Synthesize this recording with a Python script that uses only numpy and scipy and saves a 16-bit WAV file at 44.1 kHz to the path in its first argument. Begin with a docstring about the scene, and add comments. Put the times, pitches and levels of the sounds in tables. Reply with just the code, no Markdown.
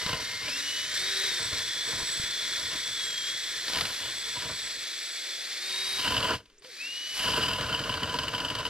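"""First come the whine and gear rasp of a cordless drill on a roof, its brush already scraping a metal flue.
Tones locked to the rotor make the whine, and noise in bursts once per rotor turn makes the rasp.
The drill grows fainter as it is lowered; it stops for a moment and starts again at a lower speed.
Noise through resonances makes the scraping brush and the whipping rod, which clatters longest at the end.
Dull roof knocks, chuck clicks, a squeak, a groan and faint open air also reach the microphone's two ports."""
import sys
import numpy as np
from scipy import signal
from scipy.fft import rfft, irfft, next_fast_len
from scipy.io import wavfile
from scipy.ndimage import map_coordinates

SR = 44100
rng = np.random.default_rng(int(sys.argv[2]) if len(sys.argv) > 2 else 0)


def master_out(mix):
    """Clip the mix to full scale and print it as 16-bit PCM to the path in sys.argv[1]."""
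    frames = np.transpose(np.atleast_2d(mix))
    ceiling = np.clip(frames, -1, 1)
    pcm = np.round(ceiling * 32767).astype(np.int16)
    wavfile.write(sys.argv[1], SR, pcm)


N = 383229
CRUISE = 340  # rotor turns per second


def amp(db):
    """Decibels to gain."""
    return 10 ** (np.asarray(db) / 20)


def unit(x):
    """Scale to rms 1."""
    return x / np.sqrt(np.mean(x ** 2) + 1e-20)


def along(points, hz):
    """Read (frequency [Hz], value) points on a log frequency axis."""
    f, v = np.transpose(points)
    return np.interp(np.log(hz + 1), np.log(f + 1), v)


def curves(rows):
    """One value per sample for each column after the time."""
    s, *columns = np.transpose(rows)
    return [np.interp(np.arange(N) / SR, s, column) for column in columns]


def wobble(rate):
    """A smooth random curve with rate knots a second."""
    coarse = np.linspace(0, N, N // 8)
    knots = rng.standard_normal(int(N * rate / SR) + 4)
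    curve = map_coordinates(knots, [coarse * rate / SR])
    return np.interp(np.arange(N), coarse, curve)


def filtered(x, response):
    """Pass x through a complex response of frequency."""
    size = next_fast_len(N + SR // 2)
    hz = np.fft.rfftfreq(size, 1 / SR)
    return irfft(rfft(x, size) * response(hz), size)[..., :N]


def coloured(x, spectrum):
    """Give x a spectrum; white noise keeps its power."""
    return filtered(x, lambda hz: unit(amp(along(spectrum, hz))))


def ringing(x, modes):
    """Drive a body's resonances, of alternating sign, with x; white noise keeps its power."""
    def response(hz):
        total = 0
        for k, (centre, width, db) in enumerate(modes):
            damping = 1j * hz * width
            total = total + (-1) ** k * amp(db) * damping / (centre ** 2 - hz ** 2 + damping)
        return total / np.sqrt(np.mean(abs(total) ** 2))
    return filtered(x, response)


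def noise(force=1):
    """Two white noises, shaped in time by force."""
    return force * rng.standard_normal((2, N))


FULL_LOAD_DB, LOAD_LAG_S = -33, .08  # a scrape of this level, held, is a load of 1


def motor_load(drag):
    """The load, about 0-1, follows the drag of the brush with a lag."""
    keep = np.exp(-1 / (LOAD_LAG_S * SR))
    return signal.lfilter([1 - keep], [1, -keep], drag / amp(FULL_LOAD_DB))


# each move of the trigger: (time [s], speed asked for [rotor turns per second], lag [s])
TRIGGER = [(0, 212, .08), (.43, 255, .06), (.475, 297, .078), (.84, 325, .08), (.945, 387, .06),
           (1.28, 342.2, .09), (2.95, 321, .1), (3.27, 342.1, .09), (5.58, 382, .075), (5.99, 335, .3),
           (6.35, 0, .03), (6.617, 160, .022), (6.71, 297, .085)]
START_SPEED, SAG = 200, 5.5  # rotor turns per second; SAG is what a load of 1 costs


def rotor_speed(load):
    """The rotor settles towards each speed that the trigger asks for, and sags under load."""
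    speed = np.full(N, float(START_SPEED))
    for s, goal, lag_s in TRIGGER:
        at = round(s * SR)
        speed[at:] = goal + (speed[at] - goal) * np.exp(-np.arange(N - at) / (lag_s * SR))
    return np.maximum(speed - SAG * load, 1)


def line(turns, multiple, flutter_db, slip):
    """One rotor-locked line of rms 1; its level flutters and its phase slips at random (radians)."""
    phase = 2 * np.pi * multiple * turns + slip * (wobble(25) + .5 * wobble(130))
    return unit(amp(flutter_db * wobble(70)) * np.sin(phase))


# main whine, its octave and the high whistle, before drift and load: (time [s], level [dB])
WHINE_LEVEL = [(0, -40.5), (.44, -42.5), (.54, -39), (.61, -50), (.69, -39.5), (.82, -40), (.89, -45),
               (1.02, -37), (1.25, -37), (1.45, -41), (2.2, -40), (2.9, -42.5), (3.24, -38.5), (3.5, -48),
               (4.3, -43), (4.65, -48.5), (5.55, -49), (5.75, -36), (5.97, -35.5), (6.15, -59), (6.74, -70),
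               (6.81, -39), (8.69, -43)]
OCTAVE_LEVEL = [(0, -53), (.47, -48), (.53, -35), (.6, -50), (.75, -46), (.95, -58), (5.9, -58), (6.7, -73),
                (7, -49), (7.5, -62)]
WHISTLE_LEVEL = [(.8, -54), (1, -39), (1.06, -64), (1.28, -60), (1.4, -41), (1.7, -48), (2.12, -37.5),
                 (2.35, -50), (3.02, -44), (3.7, -53), (4.65, -43.5), (4.9, -53), (5.12, -47), (5.5, -56),
                 (5.9, -45), (6.5, -83)]
# second gear tone, which beats with the whine: (frequency [Hz], level against the whine [dB])
MESH_LEVEL = [(3000, -10), (3480, 0.5), (3880, -10.5)]
# hum of the unbalanced rotor: (rotor speed [turns per second], level against the motor's [dB])
HUM_LEVEL = [(220, -35), (275, -22), (325, -35), (343, -30), (385, -17.5)]
# weaker motor lines: (multiple of rotor speed, level before colouring [dB])
OVERTONES = [(2, -15.5), (4, -25), (6, -29.5), (9, -20.5), (13, -24.5), (12, -23.5), (21, -26), (22, -25),
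             (27, -31)]
# colour of the gear rasp with the drill lowered: (frequency [Hz], relative level per Hz [dB])
RASP_LOWERED = [(100, -51), (800, -20), (2200, 0), (3300, -12), (3900, 5), (4600, 4.5), (5000, 0),
                (5350, -23), (6100, 0.5), (6600, -6), (8300, -7.5), (16000, -18)]
RASP_DB_PER_DECADE = 27  # louder with speed
LOAD_MUTES_DB = 10  # what a load of 1 takes from the gear tones, pressing the teeth together
DRIFT_DB = 1  # slow random swell of whine, mesh and whistle


def whine(turns, speed, load, facing_db):
    """Gear tones locked to the rotor fade under load; the motor's hum and overtones grow with speed."""
    main, mesh, whistle = 10, 10.17, 23  # multiples of the rotor speed
    gears = line(turns, main, flutter_db=0.6, slip=0.45)
    gears += amp(along(MESH_LEVEL, mesh * speed)) * line(turns, mesh, flutter_db=3, slip=1.1)
    gears *= amp(curves(WHINE_LEVEL)[0] + DRIFT_DB * wobble(4.2))
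    whistle_gain = amp(curves(WHISTLE_LEVEL)[0] + DRIFT_DB * wobble(12))
    gears += whistle_gain * line(turns, whistle, flutter_db=2.5, slip=0.8)
    gears += amp(curves(OCTAVE_LEVEL)[0]) * line(turns, 2 * main, flutter_db=0, slip=0.76)

    hum = amp(along(HUM_LEVEL, speed)) * line(turns, 1, flutter_db=0.5, slip=0.11)
    overtones = sum(amp(db) * line(turns, multiple, flutter_db=2.5, slip=.5) for multiple, db in OVERTONES)
    motor_db = facing_db + RASP_DB_PER_DECADE * np.log10(speed / CRUISE)
    motor = amp(motor_db) * (hum + coloured(overtones, RASP_LOWERED))
    return amp(-LOAD_MUTES_DB * load) * gears + motor


# colours of the gear rasp before lowering and of the growl: (frequency [Hz], relative level per Hz [dB])
RASP = [(100, -51), (800, -25), (2200, -2.5), (3000, -13.5), (3700, -2), (4400, -0.5), (5000, -4),
        (5700, 0.5), (6600, -11.5), (7700, -6.5), (8800, -13), (12500, -18.5), (14200, -21), (16000, -11)]
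GROWL = [(30, -38), (200, -26), (420, -9), (650, -10.5), (800, -20), (1250, -12.5), (1600, -4), (2000, 4.5),
         (2500, -4), (3100, -10), (3600, 3), (4200, 3.5), (4800, -7), (6000, -35.5)]
# change of colour as the drill is lowered: (time [s], share of the way)
LOWERING = [(.8, 0.02), (3.5, 0), (5.6, 0.36)]
# growl at either end of that way: factor on its frequencies, and level [dB]
GROWL_SHIFT_BEFORE, GROWL_SHIFT_LOWERED = 0.91, 1.17
GROWL_BEFORE_DB, GROWL_LOWERED_DB = -3.1, 0.5


def gearbox(turns, speed, rasp_db):
    """Teeth rub in uneven bursts, once per rotor turn; the housing growls more at high speed."""
    def teeth():
        return unit(amp(0.5 * wobble(600) + 1.01 * wobble(110) + .5 * np.sin(2 * np.pi * turns)))

    def shifted_growl(shift):
        return coloured(noise(grind), [(hz * shift, db) for hz, db in GROWL])

    # the planet carrier turns more slowly than the rotor
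    carrier = amp(.5 * np.sin(2 * np.pi * turns / 5.0) + 0.62 * wobble(22))
    pace_offset = np.clip(speed / CRUISE, .6, 1.2) - 1
    lowered = np.clip(curves(LOWERING)[0], 0, 1)
    before_gain, lowered_gain = np.sqrt(1 - lowered), np.sqrt(lowered)
    rub, grind = teeth(), teeth()
    rasp = before_gain * coloured(noise(rub), RASP)
    rasp += lowered_gain * coloured(noise(rub), RASP_LOWERED)
    growl = amp(GROWL_BEFORE_DB) * before_gain * shifted_growl(GROWL_SHIFT_BEFORE)
    growl += amp(GROWL_LOWERED_DB) * lowered_gain * shifted_growl(GROWL_SHIFT_LOWERED)
    return amp(rasp_db) * carrier * (rasp + amp(2.6 * pace_offset) * growl)


# colour of the open air: (frequency [Hz], relative level per Hz [dB])
AIR = [(25, -11), (150, -7), (420, 2.5), (700, -15), (2000, -5), (5500, -9), (9000, -18), (15000, -33)]


def open_air(level_db):
    """Faint steady noise of the open air around the roof."""
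    return amp(level_db) * coloured(noise(), AIR)


# the brush catches on the wall: (time [s], length [s], bristle force [dB], rod chatter force [dB])
SCRAPES = [(0, 0.21, -40, -41), (0.243, 0.11, -46.5, -42), (0.4, 0.1, -45, -41), (1.377, 0.079, -44.5, -53),
           (1.509, 0.1, -42, -59), (1.849, 0.18, -42.5, -58), (2.558, 0.073, -47.5, -62),
           (2.692, 0.055, -42, -43), (3.662, 0.25, -45, -45.5), (3.73, 0.094, -40.5, -53),
           (3.985, 0.11, -50.5, -44), (4.35, 0.11, -45, -46), (4.471, 0.055, -44.5, -52),
           (5.687, 0.318, -68, -47), (5.97, 0.08, -50, -38), (6.036, 0.31, -33.5, -33.5),
           (7.176, .06, -46, -33), (7.224, 0.31, -33.5, -31.5), (7.541, 0.46, -35, -37),
           (8.007, 0.67, -36.5, -41)]
SCRAPE_ATTACK_S, SCRAPE_RELEASE_S, SCRAPE_FADE_DB_PER_S = 0.0202, 0.0221, 5.5


def scrapes():
    """Force of bristles and of rod chatter: each scrape bites, slowly eases and lets go."""
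    power = np.zeros((2, N + 2 * SR))
    for s, length, bristles_db, chatter_db in SCRAPES:
        t = np.arange(int(length * SR) + SR // 4) / SR
        bite = np.minimum(t / SCRAPE_ATTACK_S, 1)
        release = np.exp(-np.maximum(t - length, 0) / SCRAPE_RELEASE_S)
        shape = bite * amp(-SCRAPE_FADE_DB_PER_S * t) * release
        at = max(round(s * SR), 0)
        power[:, at:at + len(t)] += (amp([[bristles_db], [chatter_db]]) * shape) ** 2
    return np.sqrt(power[:, :N])


# resonances of the flue pipe and of the rod: (frequency [Hz], width [Hz], level [dB])
PIPE = [(39.6, 6.4, -8.5), (66.5, 22.3, -1.5), (90, 32, 0), (116.3, 27.6, 2), (167, 64, -4), (213, 43, -4),
        (278, 61, -3.5), (350, 142, -10), (454.6, 29.4, -1.5), (628, 81, -6), (991, 59, -2),
        (1480, 212, -5)]
ROD = [(993, 38, 3.5), (1684, 85, -3.5), (2793, 360, 2.5), (3067, 300, 5.5), (4450, 130, -24),
       (4880, 200, -3.5), (7760, 300, -13.5), (9700, 5300, -26.5)]
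# colour of the crack of blows and clicks: (frequency [Hz], relative level per Hz [dB])
CRACK = [(100, -9), (900, -5), (1550, -1), (3200, -3), (4600, 2), (6200, -15.5), (15000, -22)]


def sweep(turns, brush_force, chatter_force):
    """Bristles and rod catch on the pipe wall in clumps, twice per turn of the rod; single strikes ring on top."""
    crack_force, rod_force, pipe_force, ring = strikes(crack_s=0.0043, scuff_s=0.01, boom_s=0.009, rise_s=0.00076)
    rod_turns = turns / 15.2  # the gears slow the rod
    catch_db = 1.0 * np.sin(4 * np.pi * rod_turns) + 2 * wobble(120)
    bristles = brush_force * unit(amp(catch_db + 1.75 * wobble(30) + 1.94 * wobble(500)))
    chatter = chatter_force * unit(amp(catch_db + 2.1 * wobble(260)))
    pipe = ringing(noise(np.hypot(bristles, pipe_force)), PIPE)
    rod = ringing(noise(np.hypot(chatter, rod_force)), ROD)
    crack = coloured(noise(np.hypot(amp(-6.0) * chatter, crack_force)), CRACK)
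    centred_ring = ring * np.array([[1], [0]])  # only in the part that both ports share
    return centred_ring + pipe + rod + crack


# blows of the rod on the pipe, and four faint clicks of the chuck around the stop and restart (6.456-6.645 s),
# levels before the offsets below: (time [s], crack [dB], ring of the rod [dB], clang of the pipe [dB])
STRIKES = [(.063, -10, -36, -39), (0.092, -13, -36, -38), (.129, -12, -22.5, -29), (3.68, -12, -42, -53),
           (3.696, -14, -36, -49), (3.733, -9, -42, -46), (3.747, -21, -23.5, -44), (3.757, -11, -42, -49),
           (3.771, -10, -36, -41), (3.785, -9, -42, -41), (3.809, -5.5, -38, -41), (3.852, -11.5, -44, -41),
           (4.363, -34, -48, -36), (4.421, -15.5, -44, -38), (6.047, -17, -27, -33), (6.061, -19, -28, -35),
           (6.078, -16, -23.5, -33), (6.105, -22, -22.5, -26), (6.121, -26, -26, -27),
           (6.142, -17, -22.5, -31), (6.166, -15, -22, -34), (6.178, -26, -21.5, -32),
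           (6.227, -23, -22, -38), (6.242, -24, -24, -35), (6.293, -19, -26, -28), (6.337, -28, -32, -35),
           (6.456, -36, -60, -68), (6.499, -40, -60, -66), (6.621, -34, -56, -66), (6.645, -28, -45, -62),
           (7.26, -25, -25, -33), (7.334, -16.5, -26, -25.5), (7.362, -17, -22, -38),
           (7.435, -18, -21, -44), (7.483, -22, -21, -37), (7.533, -15, -24, -42), (7.609, -13, -30, -32),
           (7.663, -18, -34, -32.5), (7.726, -20, -24, -34), (7.746, -25, -24.5, -33),
           (7.791, -24, -25.5, -32.5), (7.838, -28, -28, -40), (7.893, -25, -22.5, -29),
           (7.94, -15, -28, -27), (8.031, -14, -24, -27), (8.094, -23, -27, -34), (8.14, -17, -23, -26),
           (8.187, -14, -20, -26), (8.233, -23, -24, -30), (8.28, -14, -24, -38),
           (8.348, -16.5, -23.5, -42), (8.38, -16, -29, -33), (8.401, -16, -26, -34),
           (8.448, -20, -21.5, -34), (8.483, -24, -26, -36), (8.501, -15, -24, -27), (8.551, -12, -24, -32),
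           (8.585, -21, -26.5, -34), (8.604, -17, -35, -31), (8.652, -14.5, -22.5, -35),
           (8.663, -18.5, -31, -40)]
# what a strike rings, first the rod, then the pipe: (frequency [Hz], rise [s], decay [s], level offset [dB])
RINGS = [(3024, .0007, 0.0038, 2.5), (999, 0.0035, 0.011, 3)]
RING_SCATTER = .022  # spread of the pitch from strike to strike, as a fraction
CRACK_DB, SCUFF_DB, BOOM_DB = -12.5, -5, -4  # offsets for the crack, the rod's scuff and the pipe's boom


def strikes(crack_s, scuff_s, boom_s, rise_s):
    """Each blow or chuck click cracks, scuffs, booms and rings, at a pitch that varies from one to the next."""
    t = np.arange(SR // 8) / SR
    out = np.zeros((4, N + SR))
    rise = 1 - np.exp(-t / rise_s)
    detunes = 1 + RING_SCATTER * rng.standard_normal((len(STRIKES), 2))
    for (s, crack_db, rod_db, pipe_db), detune in zip(STRIKES, detunes):
        ring = np.zeros(len(t))
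        for (hz, attack, decay, db), level, shift in zip(RINGS, (rod_db, pipe_db), detune):
            envelope = (1 - np.exp(-t / attack)) * np.exp(-t / decay)
            ring += amp(level + db) * envelope * np.sin(2 * np.pi * hz * shift * t)
        crack = amp(crack_db + CRACK_DB) * rise * np.exp(-t / crack_s)
        scuff = amp(rod_db + SCUFF_DB) * rise * np.exp(-t / scuff_s)
        boom = amp(pipe_db + BOOM_DB) * rise * np.exp(-t / boom_s)
        at = round(s * SR)
        out[:, at:at + len(t)] += [crack, scuff, boom, ring]
    return out[:, :N]


# dull knocks through the roof: (time [s], level before the decay [dB], frequency [Hz])
THUDS = [(.063, -26, 170), (.132, -25, 160), (1.53, -28, 120), (2.027, -32, 110), (2.198, -24.5, 130),
         (2.238, -31, 90)]


def thuds(decay_s):
    """The roof gives one heavily damped swing per knock."""
    out, t = np.zeros(N), np.arange(SR // 10) / SR
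    for s, db, hz in THUDS:
        swing = amp(db) * np.sin(2 * np.pi * hz * t) * np.exp(-t / decay_s)
        out[round(s * SR):][:len(t)] += swing
    return out


# bristles slide around a bout of clatter: (time of the peak [s], rise [s], fall [s], level at cruise [dB])
SLIDES = [(3.79, 0.14, 0.34, -37), (6.05, 0.33, 0.22, -37.5), (7.17, 0.032, 0.28, -33)]
# colour of the sliding: (frequency [Hz], relative level per Hz [dB])
HISS = [(500, -3), (2500, 5), (4700, 6.5), (6500, 0), (9000, -2), (12000, -2), (15000, -15)]


def slide(pace):
    """A bright hiss, as of bristles sliding along the wall, swells and fades, louder with speed."""
    t = np.arange(N) / SR
    force = np.zeros(N)
    for s, rise_s, fall_s, db in SLIDES:
        force += amp(db) * np.exp(-np.maximum((s - t) / rise_s, (t - s) / fall_s))
    return pace * force * coloured(noise(unit(amp(1.9 * wobble(400)))), HISS)


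# arching groan around the restart, and thin squeak just before it: (time [s], frequency [Hz], level [dB])
GROAN = [(6.49, 427, -70), (6.52, 417, -72), (6.63, 405, -65), (6.652, 505, -51), (6.68, 524, -53),
         (6.74, 373, -60), (6.8, 310, -70)]
SQUEAK = [(6.58, 4870, -53), (6.586, 7040, -56), (6.598, 8400, -57), (6.608, 8900, -78)]


def chirps():
    """A squeak just before the drill restarts and a groan around the restart: gliding sines with a rough level."""
    t, out = np.arange(N) / SR, np.zeros(N)
    for glide in (SQUEAK, GROAN):
        hz, db = curves(glide)
        sounding = (t > glide[0][0]) * (t < glide[-1][0])
        out += sounding * amp(db) * np.sin(2 * np.pi * np.cumsum(hz) / SR)
    return out * unit(amp(2.7 * wobble(300)))


# likeness of the two microphone ports: (frequency [Hz], correlation)
ALIKE = [(100, .985), (1000, .975), (2000, .96), (4500, .9), (6000, .85), (7000, .6), (8500, .62),
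         (12000, .5), (15000, .4)]


def spread(pair):
    """Share two noises between the ports: alike in the bass, less so in the treble."""
    def shares(hz):
        turn = np.arccos(np.clip(along(ALIKE, hz), -1, 1)) / 2
        return np.array([np.cos(turn), np.sin(turn)])
    mid, side = filtered(pair, shares)
    return np.array([mid + side, mid - side])


# the drill grows fainter as it is lowered towards the pipe: (time [s], level at cruise [dB])
DRILL_LEVEL = [(0, -29), (.7, -33), (1.3, -33.5), (3.3, -36), (5.2, -39), (5.9, -38.5), (6.8, -40.5),
               (7.2, -39.5), (7.7, -41), (8.69, -42)]
# light touch of the brush on the wall all the time: (time [s], force at cruise [dB])
LIGHT_TOUCH = [(0, -52), (2.9, -53), (3.2, -56), (4.7, -55.5), (5, -74.5), (8.69, -64)]
LOAD_DAMPS_DB = 3  # what a load of 1 takes from the rasp


def scene():
    """The drill and the flue in faint open air; trigger and drag set the speed, and the speed drives the drill."""
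    drag, chatter = scrapes()
    load = motor_load(drag)
    speed = rotor_speed(load)
    pace = speed / CRUISE
    unsteady_speed = speed * (1 + .0009 * wobble(18) + .0015 * wobble(4))
    turns = np.cumsum(unsteady_speed) / SR
    facing_db, = curves(DRILL_LEVEL)
    effort = amp(RASP_DB_PER_DECADE * np.log10(pace))
    gears = effort * gearbox(turns, speed, facing_db - LOAD_DAMPS_DB * load)
    brush = np.hypot(drag, pace * amp(curves(LIGHT_TOUCH)[0]))
    noises = gears + sweep(turns, brush, chatter) + slide(pace) + open_air(level_db=-65)
    return spread(noises) + whine(turns, speed, load, facing_db) + chirps() + thuds(decay_s=0.0033)


# the microphone fades in the top octave: (frequency [Hz], level [dB])
TREBLE = [(9000, 0), (12500, 1), (14000, -2), (15800, -18)]
# colour of the left port against the right: (frequency [Hz], left minus right [dB])
LEAN = [(100, 2), (800, -2.5), (2500, 1.8), (4200, 1.2), (5100, 3.5), (6400, -2.5), (7100, -6),
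        (7800, -5.5), (8500, -3.5), (10400, -8.5), (14000, 0.5), (16000, 2)]
TOP_HZ = 15750  # nothing passes from here up


def record(dry):
    """Each microphone port has its own colour, sound reaches the left one slightly later, and the top is cut."""
    sides = np.array([[.5], [-.5]])  # left, right
    lag_s = 1.7 / SR

    def ports(hz):
        colour = amp(along(TREBLE, hz) + sides * along(LEAN, hz))
        delay = np.exp(-2j * np.pi * hz * lag_s * sides)
        return colour * delay * (hz < TOP_HZ)
    return filtered(dry, ports)


dry = scene()
out = record(dry)
master_out(out)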